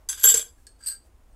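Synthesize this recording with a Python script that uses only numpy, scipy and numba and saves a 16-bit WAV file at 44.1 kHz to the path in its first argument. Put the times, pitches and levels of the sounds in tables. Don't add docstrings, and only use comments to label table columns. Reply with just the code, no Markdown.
import sys
import numpy as np
from scipy import signal
from scipy.fft import rfft, irfft
from scipy.io import wavfile
from scipy.ndimage import uniform_filter1d
from numba import njit

SR = 44100
rng = np.random.default_rng(int(sys.argv[2]) if len(sys.argv) > 2 else 0)


def generate_wav(signal):
    frames = np.transpose(np.atleast_2d(signal))
    scaled = np.clip(frames, -1, 1) * 32767
    pcm = np.round(scaled).astype(np.int16)
    wavfile.write(sys.argv[1], SR, pcm)


def gain_from_db(level_db):
    decades = np.asarray(level_db, float) / 20
    return 10 ** decades


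N = 59535

# (frequency [Hz], level [dB])
AIR_COLOUR = [(12, -26), (20, 10), (68, 5), (141, -18.5), (252, -14), (1140, -24.5), (4500, -36.5),
              (8200, -34.5), (15600, -40.5)]
AIR_DB = -54.5
ROOM_T60_S, ROOM_DB = 0.22, -10

# (start [s], length [s], level [dB])
RUSTLE = [
    (0.553, .12, -70),
    (1.032, .06, -71),
    (-0.4, .19, -72.5),
    (0.79, .12, -75),
    (2.4, .5, -76.5),
]
RUSTLE_HZ, RUSTLE_WIDTH_HZ = 8630, 4200
# (start [s], length [s], level [dB])
HANDLING = [
    (-.06, .13, -66),
    (.41, 0.092, -66.5),
    (.86, .1, -72.5),
    (1.03, .07, -70),
    (1.16, .1, -74),
    (1.25, 0.15, -71),
]
# (frequency [Hz], level [dB])
HANDLING_COLOUR = [(120, -13), (300, -5), (600, 3), (1200, -5), (2500, -19.5)]

# (time [s], loss [dB])
CHOKES = [
    (0.132, -5.5),
    (0.167, -5.5),
    (.331, -8),
    (.3395, -9),
    (.357, -5),
    (.3835, -8.5),
    (0.399, -8),
    (0.43, -14),
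    (.968, -5),
]
CHOKE_S = 0.0019

# (time [s], level [dB])
SETTLE_RUB = [(.088, -43), (.165, -61.5), (.18, -51.5), (.228, -56), (.24, -43), (.33, -45.5),
              (.345, -38.5), (.40, -49), (.47, -88)]
# (time [s], level [dB])
PICK_RUB = [
    (.785, -80),
    (.83, -69),
    (.855, -65),
    (.87, -56.5),
    (.92, -61),
    (.98, -89),
]
# (time [s], level [dB])
TOUCH_RUB = [
    (.669, -60),
    (.695, -77),
]
RATTLES_PER_S, RATTLE_SPREAD_DB, RATTLE_RING_DB = 2300, 3.5, -22.5
RUB_SHARE_DB = dict(sleeve=-60, bend=-2.5)

MODE_HZ = dict(chisel=[7030, 7295, 7339, 7413, 7449, 7482, 7557],
           thick=[7734, 7845, 7873, 8177, 13860, 13960], shank=[11515, 11584, 11717, 13290, 14800],
           long=[6075, 6335, 9596, 9790, 10010, 11230, 12960], sleeve=[160, 270, 456, 520, 640],
           bend=[1050, 1250, 1460, 1570, 1660], bend2=[2990, 3310, 3335, 3483, 3650],
           bend3=[4620, 4875, 4940], thin=[4285, 4990, 8460, 8500, 8870, 12815],
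           small=[4670, 4713, 4765, 7975, 8075], twist=[4225, 4580, 8255, 8328, 10200, 13590],
           low=[1345, 1590, 1667], root=[1672], tip=[4340, 4385, 4520, 4980],
           point=[6300, 8260, 8445, 8480, 8880])
# (level [dB], T60 [s])
MODE_RING = dict(chisel=[(-16, 0.058), (-10, .06), (-10, .15), (-0.5, 0.35), (-14, .25), (-4.5, .1),
             (-12, 0.11)], thick=[(-12, .08), (-7.5, 0.18), (-1, .15), (-15.5, .1), (-22.5, 0.22),
             (-17.5, .26)], shank=[(-21.5, 0.16), (0.5, 0.45), (-0.5, 0.22), (-11, .09), (-13.5, 0.19)],
             long=[(-4.5, 0.043), (-2, .14), (-3.5, 0.2), (-2.5, 0.29), (-17, 0.15), (-7.5, 0.11),
             (-18.5, 0.12)], sleeve=[(-14.5, 0.045), (-13.5, .04), (0.5, 0.099), (-5.5, 0.032), (-9, 0.03)],
             bend=[(-8, 0.033), (-3.5, 0.025), (-7.5, 0.031), (2.5, 0.064), (-2, 0.034)], bend2=[(-5.5, .1),
             (-2, .15), (-3.5, .2), (-7.5, .2), (-2, 0.072)], bend3=[(0.5, .04), (1, 0.11), (-5.5, 0.11)],
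             thin=[(-17.5, 0.051), (-19, 0.028), (0, 0.071), (-6.5, 0.07), (-13, 0.037), (-18, 0.15)],
             small=[(-13, 0.046), (-1.5, 0.24), (-17, 0.042), (0, 0.06), (-2, 0.1)], twist=[(-15, 0.052),
             (-24, 0.035), (0.5, 0.075), (0, 0.088), (-6.5, 0.0098), (-12, 0.082)], low=[(-10, 0.18),
             (-4.5, 0.16), (-2.5, 0.07)], root=[(0, 0.052)], tip=[(-7, 0.088), (0, 0.14), (0, 0.03),
             (-2, .05)], point=[(-14, .03), (-5, .06), (-1, 0.092), (0.5, 0.15), (-4, .04)])
GRIP_T60_S = 0.26
CONTACT_CYCLES, CONTACT_S = 1.2, 0.00033
SCATTER_DB = 2.5
SLEEVE_KEEP = 0.64
# (frequency [Hz], level [dB])
TICK_COLOUR = [(200, -6.5), (1000, 1), (2500, 4), (5000, 4), (8000, 12), (12000, 0.5), (15500, -10)]
TICK_S = 0.0016

# (time [s], chisel [dB], thick bit [dB], shank [dB], long bit [dB])
HANDFUL = [(0.0884, -25.5, -32.5, -40, -24.5), (0.0968, -25, -41, -41.5, -26),
           (0.1044, -37, -31.5, -48, -32.5), (0.1175, -42.5, -38, -52.5, -33.5),
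           (0.1435, -45.5, -39.5, -51, -46), (0.1755, -39, -44, -48, -53), (0.1946, -44, -47, -37, -52.5),
           (0.1985, -40.5, -46, -36, -49.5), (0.2146, -38.5, -48, -41.5, -55),
           (0.2244, -35.5, -46, -37, -50.5), (0.2338, -25.5, -24.5, -20.5, -23.5),
           (0.2379, -17, -10.5, -16.5, -17), (0.2412, -14, -14.5, -5.5, -16), (0.2453, -13, -25, -14, -22),
           (0.2558, -9.5, -24.5, -9, -23.5), (0.2635, -15, -24, -16.5, -24.5),
           (0.2728, -9, -11, -16.5, -30), (0.2875, -9.5, -15, -16.5, -22.5),
           (0.3009, -13.5, -21, -20, -27.5), (0.3092, -11.5, -17, -22, -31),
           (0.3185, -15.5, -20.5, -20, -35.5), (0.3403, -10.5, -20, -29.5, -19.5),
           (0.3468, -20.5, -27.5, -35, -23), (0.3535, -20, -30.5, -35, -31),
           (0.361, -28, -34.5, -38, -23.5), (0.3705, -21.5, -31.5, -28, -38),
           (0.3742, -19, -12.5, -29.5, -30), (0.3935, -25.5, -33, -36.5, -32.5),
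           (0.4035, -39, -41, -45.5, -46), (0.413, -30, -43, -44, -36), (0.4251, -35.5, -43.5, -47, -38),
           (0.452, -56, -60, -65, -50.5), (0.482, -58, -63, -77, -59)]
# (time [s], sleeve [dB], first, second and third bending cluster [dB])
BUMPS = [(0.0884, -59.5, -54.5, -46.5, -32.5), (0.0968, -58.5, -44, -45.5, -43.5),
         (0.137, -63.5, -47.5, -43.5, -57.5), (0.178, -60, -47, -48.5, -54.5),
         (0.24, -28, -24.5, -21.5, -31.5), (0.252, -37, -25, -31.5, -49), (0.272, -40, -29, -29.5, -37.5),
         (0.287, -48, -39.5, -21.5, -28), (0.299, -48.5, -37.5, -23.5, -24.5),
         (0.314, -36.5, -38.5, -25, -33.5), (0.341, -25, -37, -33, -25), (0.354, -37, -40.5, -34, -37.5),
         (0.375, -43, -47.5, -32, -54.5), (0.394, -37, -40.5, -36, -46.5), (0.426, -42, -47, -48.5, -69),
         (0.462, -60, -57.5, -59, -71), (0.481, -63, -70, -66, -53.5)]
# (time [s], thin bit [dB], small bit [dB], their low bending [dB], twisted bit [dB])
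PICK = [(0.8046, -70, -57, -53.5, -82), (0.812, -77, -57, -71, -82), (0.827, -70, -45, -57, -74),
        (0.8365, -40, -41, -59, -72), (0.8608, -28.5, -40, -58, -37), (0.8692, -20.5, -23.5, -71, -29),
        (0.8745, -24.5, -30.5, -64, -27), (0.8825, -55, -38, -55, -21), (0.8875, -26.5, -36, -49, -25),
        (0.8962, -24, -45, -62, -34), (0.9044, -34, -33, -68, -39.5), (0.9187, -37, -37, -54, -36),
        (0.9235, -37, -43, -53, -35), (0.9325, -40, -44.5, -56, -43), (0.9504, -49, -47, -78, -50),
        (0.9545, -69, -46.5, -74, -61)]
# (time [s], low bending [dB], bit tip [dB], bit point [dB], bare tick [dB])
TOUCH = [
    (.583, -64, -78, -73, -90),
    (.6682, -60, -50, -49.5, -46.5),
    (.69, -79, -59, -66, -69),
    (.716, -82, -66, -60, -85),
    (.76, -84, -71, -78, -90),
    (1.04, -72, -81, -76, -77),
    (1.326, -87.5, -84, -68, -90),
]


def coloured(points):
    points = np.array(points)
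    hz = np.maximum(np.arange(N // 2 + 1) * SR / N, 1)
    gain = gain_from_db(np.interp(np.log(hz), np.log(points[:, 0]), points[:, 1]))
    noise = irfft(rfft(rng.standard_normal(N)) * gain, N)
    return noise / np.std(noise)


def air():
    return gain_from_db(AIR_DB) * coloured(AIR_COLOUR)


def room(x):
    t = np.arange(SR // 2) / SR
    tail = rng.standard_normal(len(t)) * 1000 ** (-t / ROOM_T60_S) * (t > .002)
    tail = signal.lfilter([1], [1, -.3], tail)
    tail = tail / np.sqrt(np.sum(tail ** 2))
    return x + gain_from_db(ROOM_DB) * signal.fftconvolve(x, tail)[:N]


def swell(strokes):
    t = np.arange(N) / SR
    return sum(gain_from_db(db) * np.sin(np.pi * np.clip((t - start) / length, 0, 1)) for start, length, db in strokes)


def fingers():
    low_edge_hz = RUSTLE_HZ - RUSTLE_WIDTH_HZ / 2
    bright = coloured([(1500, -14), (low_edge_hz, -4), (RUSTLE_HZ, 0), (14000, -8)])
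    return swell(RUSTLE) * bright + swell(HANDLING) * coloured(HANDLING_COLOUR)


def chokes():
    t = np.arange(N) / SR
    loss_db = sum(db * (np.abs(t - at) < CHOKE_S / 2) for at, db in CHOKES)
    return gain_from_db(loss_db / (CHOKE_S * SR))


def rattle(curve):
    curve, t = np.array(curve), np.arange(N) / SR
    happens = rng.random(N) < RATTLES_PER_S / SR
    size = gain_from_db(RATTLE_SPREAD_DB * rng.exponential(size=N))
    ticks = happens * np.sign(rng.standard_normal(N)) * size
    level_db = np.interp(t, curve[:, 0], curve[:, 1], left=-200, right=-200)
    return ticks / np.std(ticks) * gain_from_db(level_db)


@njit
def ring(push, keep, pole, soft):
    y, mode, contact = np.empty(len(push)), 0j, 0j
    for i in range(len(push)):
        contact = contact * soft + push[i] * (1 - abs(soft)) + 1e-18
        mode = mode * pole * keep[i] + contact
        y[i] = mode.imag
    return y


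def rod(name, times, hit_db, rub, share):
    at = (np.asarray(times) * SR).astype(int)
    luck = rng.standard_normal((len(at), len(MODE_HZ[name]), 2))
    log_keep = np.zeros(N)
    log_keep[at] = np.log(share)
    width = int(CONTACT_S * SR)
    keep = np.exp(uniform_filter1d(log_keep, width, origin=width // 2 - 1)) * chokes()
    out = 0
    for k, (hz, (db, t60)) in enumerate(zip(MODE_HZ[name], MODE_RING[name])):
        push = rub * rng.standard_normal(N) * gain_from_db(RATTLE_RING_DB)
        scatter_db = SCATTER_DB * np.tanh(luck[:, k, 0])
        push[at] += gain_from_db(hit_db + scatter_db) * np.sign(luck[:, k, 1])
        turn = 2j * np.pi * hz / SR
        pole = np.exp(turn - np.log(1000) / (min(t60, GRIP_T60_S) * SR))
        soft = np.exp(turn - hz / SR / CONTACT_CYCLES)
        out = out + gain_from_db(db) * ring(push, keep, pole, soft)
    return out


def contact_ticks(rows, first_column, rub, tick_db, grit_db, cut_hz):
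    strike = np.abs(rub) * gain_from_db(grit_db)
    energy = np.sum(gain_from_db(2 * rows[:, first_column:]), axis=1)
    strike[(rows[:, 0] * SR).astype(int)] += gain_from_db(tick_db) * np.sqrt(energy)
    envelope = signal.lfilter([1], [1, -np.exp(-1 / (TICK_S * SR))], strike)
    high_pass = signal.butter(2, cut_hz, "high", fs=SR, output="sos")
    return signal.sosfilt(high_pass, envelope * coloured(TICK_COLOUR))


def clinks(table, rods, rub, share, tick_db, grit_db, cut_hz):
    rows = np.array(table)
    out = 0
    for k, name in enumerate(rods):
        rod_rub = rub * gain_from_db(RUB_SHARE_DB.get(name, 0))
        kept = SLEEVE_KEEP if name == "sleeve" else share
        out = out + rod(name, rows[:, 0], rows[:, k + 1], rod_rub, kept)
    first_column = 1 + len(rods) if len(rods) < 4 else 1
    return out + contact_ticks(rows, first_column, rub, tick_db, grit_db, cut_hz)


def scene():
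    settle = rattle(SETTLE_RUB)
    handful = clinks(HANDFUL, ["chisel", "thick", "shank", "long"], settle, 0.55,
                     tick_db=-18.5, grit_db=-13.5, cut_hz=1100)
    bumps = clinks(BUMPS, ["sleeve", "bend", "bend2", "bend3"], settle * gain_from_db(-1.0), 0.14,
                   tick_db=-1.5, grit_db=-30, cut_hz=130)
    drawn_bit = clinks(PICK, ["thin", "small", "low", "twist"], rattle(PICK_RUB) * gain_from_db(3.5), 0.68,
                       tick_db=-21.5, grit_db=-19, cut_hz=860)
    touches = clinks(TOUCH, ["root", "tip", "point"], rattle(TOUCH_RUB), 0.86,
                     tick_db=3, grit_db=-19, cut_hz=2430)
    near = handful + bumps + drawn_bit + touches + fingers()
    return (room(near) + air())[None]


def top_cut(x):
    return signal.sosfilt(signal.butter(12, 15740, fs=SR, output="sos"), x)


def record(dry):
    limit, top_hz = 0.9, 15700
    rounded = limit * np.tanh(dry / limit)
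    low_pass = signal.ellip(8, .2, 60, top_hz, fs=SR, output="sos")
    return top_cut(signal.sosfilt(low_pass, rounded))


dry = scene()
out = record(dry)
generate_wav(out)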